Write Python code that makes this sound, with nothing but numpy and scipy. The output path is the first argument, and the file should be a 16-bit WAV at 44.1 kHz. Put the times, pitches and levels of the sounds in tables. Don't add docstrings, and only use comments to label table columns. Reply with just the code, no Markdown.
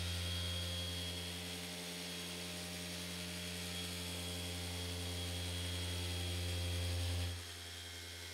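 import sys
import numpy as np
from scipy import signal
from scipy.fft import rfft, irfft, next_fast_len
from scipy.io import wavfile
from scipy.ndimage import uniform_filter1d

SR = 44100
rng = np.random.default_rng(int(sys.argv[2]) if len(sys.argv) > 2 else 0)


def log_audio(samples):
    frames = np.atleast_2d(samples).T
    limited = np.clip(frames, -1, 1)
    pcm = np.round(limited * 32767).astype(np.int16)
    wavfile.write(sys.argv[1], SR, pcm)


N = 367353
T = np.arange(N) / SR
PINION_TEETH, WHEEL_TEETH, MOTOR_SLOTS = 8, 25, 12

# time_s, pitch_hz
SLOT_PITCH = [(0.25, 3262), (0.6, 3279), (2.1, 3285), (3.2, 3279), (4.0, 3291), (5.8, 3290), (7.35, 3274),
              (7.46, 3246), (7.95, 3216)]
# time_s, reach_fraction
PAD_REACH = [(0.1, 0.65), (.5, 0.58), (.9, 0.41), (1.35, .22), (1.85, 0.05), (2.65, 0.15), (3.1, 0.16),
             (4.0, 0.26), (4.9, 0.43), (6.2, .62), (7.03, 0.96), (7.3, 0.93)]
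# time_s, pressure_fraction
HAND_PRESSURE = [(0, 0.06), (1.0, .45), (2.1, 0.8), (3.2, 0.32), (4.0, 0.71), (4.9, 1), (6.4, 0.66),
                 (7.2, 0.82)]
# time_s, facing_fraction
TOOL_FACING = [(0, 0.56), (.2, 0.89), (.8, 0.99), (1.18, .86), (1.75, 0.07), (2.75, .08), (3.45, .45),
               (4.05, 0.55), (4.45, 0.81), (5.05, 0.49), (5.5, 0.66), (6.4, 0.65), (6.8, 0.71),
               (7.05, 0.23), (7.3, 0.65)]

GARAGE_SPECTRUM = [(20, -12), (60, -8), (130, 4), (300, 8), (1000, -40), (8000, -32)]
AIR_BUMPER_SPECTRUM = [(530, -41), (900, -17.5), (1200, -17.5), (2120, -9), (3000, -5.5), (3700, -7),
                       (4670, -7), (5920, -13.5), (6750, -13.5), (7250, -16.5), (8400, -12), (10400, -13),
                       (11800, -17), (13500, -22), (15600, -23.5)]
AIR_MIRROR_SPECTRUM = [(530, -51), (900, -13), (978, -17), (1010, -14.5), (1580, -12.5), (1710, -9),
                       (2100, -11.5), (2900, -14), (3110, -10), (3300, -7), (3860, -10), (5260, -11.5),
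                       (7250, -15.5), (10400, -14), (15600, -28)]
BUZZ_BUMPER_SPECTRUM = [(800, -39), (1050, -1.5), (1200, -1.5), (1600, 1), (1950, 6.5), (2500, 4),
                        (3000, 0), (3600, 6), (4100, 0), (4700, -4.5), (5500, -12)]
BUZZ_MIRROR_SPECTRUM = [(560, -40), (690, 0.5), (900, -18), (1200, -5), (1600, 5.5), (1750, -1), (2100, 4),
                        (2500, -6), (3400, -4), (4100, -2), (5500, -3)]
PANEL_GROWL_SPECTRUM = [(600, -34), (700, 0), (790, 5.5), (875, 2.5), (965, -3), (1050, -7), (1140, -17),
                        (1230, -12.5), (1400, -45), (2000, -35)]
FOAM_SCRUB_SPECTRUM = [(120, -24), (220, -28), (290, -1), (400, 0), (650, -1.5), (900, -9.5), (1300, -13.5),
                       (2500, -25)]
DRIVE_RATTLE_SPECTRUM = [(60, -16), (140, -12), (230, -5), (280, -4), (400, -4), (500, -1.5), (800, 3.5),
                         (1200, -5)]
PAD_RIM_SPECTRUM = [(700, -23), (950, -5), (1140, -7.5), (1300, 3), (1500, 2.5), (1750, -13.5),
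                    (3400, -4.5), (4100, 4), (4650, 4.5), (5200, -10), (9000, -29)]

BEARING_MULTIPLES = [.815, 2.63, 3.63, 4.27, 4.63, 5.63]
BEARING_BUMPER_LEVELS = [-79, -84, -70.5, -75.5, -77.5, -85]
BEARING_MIRROR_LEVELS = [-90, -82, -98, -77, -72.5, -94]
# frequency_hz, bandwidth_hz, relative_db
HEAD_LOW_MODES = [(8750, 220, 6), (8470, 350, 0.5)]
HEAD_HIGH_MODES = [(10160, 180, 4), (10470, 330, 5), (11700, 180, 2)]
# time_s, gain_db
HEAD_GAIN = [(0.5, -63), (1.15, -65), (1.55, -63.5), (2.65, -62.5), (3.15, -64.5), (3.7, -59.5), (4.2, -58),
             (4.7, -62.5), (5.9, -60), (6.45, -63.5), (7.0, -61.5), (7.9, -67.5)]
# order, trim_db, full_reach_db, full_pressure_db, mirror_db
PANEL_HARMONICS = [(2, -51.5, -2.5, -2, -71), (3, -71.5, 2.5, 14, -68), (4, -71.5, 3.5, 1, -69),
                   (5, -65.5, -1.5, 9, -66), (6, -68.5, 10.5, 1.5, -71), (7, -62, -6.5, 0.5, -76.5)]
# centre_s, half_length_s, order, gain_db
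PANEL_SPOTS = [(0.75, 0.41, 6, 7), (2.35, .35, 4, 8.5), (3.5, 1, 2, 2), (6.15, 0.89, 4, 9.5),
               (7.032, .075, 2, -16)]
# multiple_of_motor_rate, level_db
MOTOR_HARMONICS = [(6, -73), (8, -70)]
# centre_s, half_length_s, gain_db
WHINE_FLARES = [(2.202, 0.21, 6.5), (3.433, 0.05, 2.5), (3.79, 0.065, 5.5), (4.822, 0.04, 2.5),
                (5.21, 0.044, 4)]

# trim_db, full_reach_db, full_pressure_db, mirror_db
SCRUB_LOAD, GROWL_LOAD = (-61, -0.1, 1.4, -70), (-71.5, 5.5, 6.5, -75)
HISS_LOAD, HISS_TREBLE_LOAD = (-48.5, 0.2, 0, -52.3), (-51, -0.2, 0, -56.5)
# vents_facing_db, housing_facing_db, mirror_db
WHINE_BEAM, OCTAVE_BEAM, VENT_BEAM = (-62.5, -48.5, -59.5), (-65, -72, -71), (-62.5, -68.5, -67.5)


def amp(db):
    return 10 ** (np.asarray(db) / 20)


def unit(x):
    return x / np.sqrt(np.mean(x ** 2) + 1e-20)


def curve(rows):
    return np.interp(T, *np.transpose(rows))


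def swell(centre_s, half_length_s):
    return np.exp(-np.minimum(((T - centre_s) / half_length_s) ** 2, 20))


def drift(per_s):
    smooth = signal.resample_poly(rng.standard_normal(4096), 8, 1)
    return np.interp(T * per_s * 8, np.arange(len(smooth)), smooth)


def tone(turns):
    return np.sqrt(2) * np.sin(2 * np.pi * (turns + rng.random()))


def colour(x, spectrum):
    size = next_fast_len(N)
    hz, db = np.transpose(spectrum)
    bins_hz = np.fft.rfftfreq(size, 1 / SR)
    gain = amp(np.interp(np.log(bins_hz + 1), np.log(hz), db))
    return unit(irfft(rfft(x, size) * gain, size)[:N])


def resonate(x, hz, width_hz):
    return unit(signal.lfilter(*signal.iirpeak(hz, hz / width_hz, SR), x))


def narrow_noise(hz, width_hz):
    return resonate(resonate(rng.standard_normal(N), hz, width_hz), hz, width_hz)


def once_a_turn(turns, sharpness):
    return np.exp(sharpness * (np.cos(2 * np.pi * turns) - 1))


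def tooth_throb(spindle, depth):
    return 1 + depth * np.cos(2 * np.pi * spindle / PINION_TEETH)


def worn_surface(turns, change_per_s, harmonics):
    size = 65536
    place = (turns * size).astype(int) % size
    roughness = 0
    for _ in range(4):
        profile = irfft(np.r_[0, np.exp(2j * np.pi * rng.random(harmonics))], size)
        roughness += drift(change_per_s) * profile[place]
    running_rms = np.sqrt(uniform_filter1d(roughness ** 2, size=4096))
    return unit(roughness / running_rms)


def friction(spindle, periodic_share):
    periodic = np.sqrt(periodic_share) * worn_surface(spindle, 2.026, harmonics=145)
    return periodic + np.sqrt(1 - periodic_share) * rng.standard_normal(N)


def blend(on_mirror, bumper, mirror):
    return (1 - on_mirror) * bumper + on_mirror * mirror


def loaded_db(load, trim_db, full_reach_db, full_pressure_db, mirror_db):
    reach, pressure, on_mirror = load
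    return blend(on_mirror, trim_db + full_reach_db * reach + full_pressure_db * pressure, mirror_db)


def beamed_db(facing, on_mirror, vents_db, housing_db, mirror_db):
    return blend(on_mirror, vents_db + (housing_db - vents_db) * facing, mirror_db)


def garage_rumble(level_db=-76):
    return amp(level_db) * colour(rng.standard_normal(N), GARAGE_SPECTRUM)


def bodywork_reflections(hiss, depth_db=1.32):
    spectrogram = signal.stft(hiss, nperseg=1024)[2]
    patches = rng.standard_normal(spectrogram.shape)
    for _ in range(2):
        patches = uniform_filter1d(patches, size=5, axis=0)
        patches = uniform_filter1d(patches, size=45, axis=1)
    return signal.istft(spectrogram * amp(depth_db * unit(patches)), nperseg=1024)[1][:N]


def cooling_air(spindle, motor, load, gust_db=0.5):
    reach, pressure, on_mirror = load
    air_on_mirror = np.minimum(2 * on_mirror, 1)
    air_load = reach, pressure, air_on_mirror
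    chop = 1 + 0.16 * np.cos(2 * np.pi * motor) + 0.13 * np.cos(2 * np.pi * spindle)
    flow = chop * rng.standard_normal(N)
    hiss = blend(air_on_mirror, colour(flow, AIR_BUMPER_SPECTRUM), colour(flow, AIR_MIRROR_SPECTRUM))
    below_7khz = signal.sosfiltfilt(signal.butter(2, 7000, fs=SR, output="sos"), hiss)
    body = amp(loaded_db(air_load, *HISS_LOAD)) * below_7khz
    treble = amp(loaded_db(air_load, *HISS_TREBLE_LOAD)) * (hiss - below_7khz)
    return amp(gust_db * drift(30)) * bodywork_reflections(body + treble)


def vent_whistle(motor, facing, on_mirror, blades_db=-9):
    whistle = narrow_noise(hz=5450, width_hz=260)
    blades = (1 + 0.9 * drift(30)) * tone(20 * motor + 0.14 * drift(40))
    return amp(beamed_db(facing, on_mirror, *VENT_BEAM)) * (whistle + amp(blades_db) * blades)


def bearing_tones(spindle, on_mirror, waver=0.37):
    out = 0
    for multiple, *levels_db in zip(BEARING_MULTIPLES, BEARING_BUMPER_LEVELS, BEARING_MIRROR_LEVELS):
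        gain = amp(blend(on_mirror, *levels_db)) * (1 + waver * drift(8))
        out += gain * tone(multiple * spindle + 0.15 * drift(5))
    return out


def gear_ticks(spindle, motor, load):
    reach, _, on_mirror = load
    low_db = curve(HEAD_GAIN)
    high_db = low_db + blend(on_mirror, -12 * reach, -3)
    force = tooth_throb(spindle, 0.15) * (1 + 0.88 * np.cos(2 * np.pi * motor))
    orbit_starts = np.diff(np.floor(spindle), prepend=0)
    knocks = unit(orbit_starts * force * rng.choice([-1, 1], N))
    sliding_force = force * (1 + 0.5 * once_a_turn(spindle, 2.3))
    whirr = unit(sliding_force * friction(spindle, periodic_share=0.43))
    out = 0
    for modes, gain_db, knock_db in (HEAD_LOW_MODES, low_db, -5), (HEAD_HIGH_MODES, high_db, -8):
        drive = amp(knock_db) * knocks + whirr
        ringing = sum(amp(db) * resonate(drive, hz, width_hz) for hz, width_hz, db in modes)
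        out += amp(gain_db) * drive.std() * unit(ringing)
    return out


def gear_buzz(spindle, load, bumper_db=-57, mirror_db=-58):
    _, _, on_mirror = load
    teeth = worn_surface(spindle, 1.522, harmonics=64)
    bumper_buzz = amp(bumper_db) * colour(teeth, BUZZ_BUMPER_SPECTRUM)
    mirror_buzz = amp(mirror_db) * colour(teeth, BUZZ_MIRROR_SPECTRUM)
    growl = colour(worn_surface(spindle, 2.5, harmonics=20), PANEL_GROWL_SPECTRUM)
    return blend(on_mirror, bumper_buzz, mirror_buzz) + amp(loaded_db(load, *GROWL_LOAD)) * growl


def pad_scrub(spindle, load, rattle_db=-5, bend_reach=0.59):
    reach, pressure, on_mirror = load
    stroke = (0.97 + once_a_turn(spindle, 1.7)) * tooth_throb(spindle, 0.053)
    rub = colour(stroke * rng.standard_normal(N), FOAM_SCRUB_SPECTRUM)
    tooth_pairs = worn_surface(spindle / PINION_TEETH, 0.663, harmonics=110)
    rattle = colour(stroke * tooth_pairs, DRIVE_RATTLE_SPECTRUM)
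    rim = colour(friction(spindle, periodic_share=0.65), PAD_RIM_SPECTRUM)
    rim_db = blend(on_mirror, -52 - 19 * abs(reach - bend_reach) - 6.5 * pressure, -75)
    return amp(loaded_db(load, *SCRUB_LOAD)) * (rub + amp(rattle_db) * rattle) + amp(rim_db) * rim


def spindle_hum(spindle, load, full_reach_db=-38.5, mirror_db=-55):
    reach, _, on_mirror = load
    out = blend(on_mirror, amp(full_reach_db) * reach, amp(mirror_db)) * tone(spindle)
    throb_depth = blend(on_mirror, 0.012, 0.15)
    for order, *levels_db in PANEL_HARMONICS:
        waver = 1 + 0.061 * np.log(order) * drift(30)
        throb = tooth_throb(spindle, throb_depth * (order - 2))
        spots_db = sum(db * swell(centre_s, half_s)
                       for centre_s, half_s, spot_order, db in PANEL_SPOTS if spot_order == order)
        wander_db = 0.76 * np.log(order - 1) * drift(3)
        panel_db = loaded_db(load, *levels_db) + spots_db + wander_db
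        out += amp(panel_db) * waver * throb * tone(order * spindle)
    return out


def motor_whine(motor, spindle, facing, on_mirror, dip_db, flicker_db=0.96):
    flares_db = sum(db * swell(centre_s, half_s) for centre_s, half_s, db in WHINE_FLARES)
    whine_db = beamed_db(facing, on_mirror, *WHINE_BEAM) + flares_db + flicker_db * drift(10) + dip_db
    octave_db = beamed_db(facing, on_mirror, *OCTAVE_BEAM)
    rotor_db = blend(on_mirror, -64, -80)
    slot_turns = MOTOR_SLOTS * motor + 0.044 * drift(70)
    flutter = 1 + 0.22 * drift(45) + 0.12 * np.cos(2 * np.pi * spindle)
    slots = amp(whine_db) * flutter * tone(slot_turns)
    housing = amp(0.5 * whine_db - 37) * narrow_noise(hz=3360, width_hz=250)
    octave = amp(octave_db) * (1 + 0.13 * drift(40)) * tone(2 * slot_turns)
    rotor = amp(rotor_db) * (1 + 0.19 * drift(5.5)) * tone(motor)
    weak_tones = sum(amp(db) * (1 + 0.3 * drift(6.9)) * tone(multiple * motor + 0.12 * drift(25))
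                     for multiple, db in MOTOR_HARMONICS)
    return slots + housing + octave + rotor + weak_tones


def scene(move_s=(7.24, 7.44), tool_dip_db=-1, whine_dip_db=-6):
    on_mirror = np.interp(T, move_s, [0, 1])
    moving = np.sin(np.pi * on_mirror)
    load = curve(PAD_REACH), curve(HAND_PRESSURE), on_mirror
    facing = curve(TOOL_FACING)
    slot_hz = curve(SLOT_PITCH) * (1 + 0.00058 * drift(20) + 0.0006 * drift(5))
    motor = np.cumsum(slot_hz) / MOTOR_SLOTS / SR
    spindle = motor * PINION_TEETH / WHEEL_TEETH
    tool = cooling_air(spindle, motor, load) + vent_whistle(motor, facing, on_mirror)
    tool += bearing_tones(spindle, on_mirror) + gear_ticks(spindle, motor, load) + gear_buzz(spindle, load)
    tool += pad_scrub(spindle, load) + spindle_hum(spindle, load)
    tool += motor_whine(motor, spindle, facing, on_mirror, whine_dip_db * moving)
    mono = garage_rumble() + amp(tool_dip_db * moving) * tool
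    return np.array([mono, mono])


def record(dry, cutoff_hz=15750):
    lowpass = signal.firwin(1023, cutoff_hz, window=("kaiser", 9), fs=SR)
    return signal.oaconvolve(dry, lowpass[None], "same")


dry = scene()
out = record(dry)
log_audio(out)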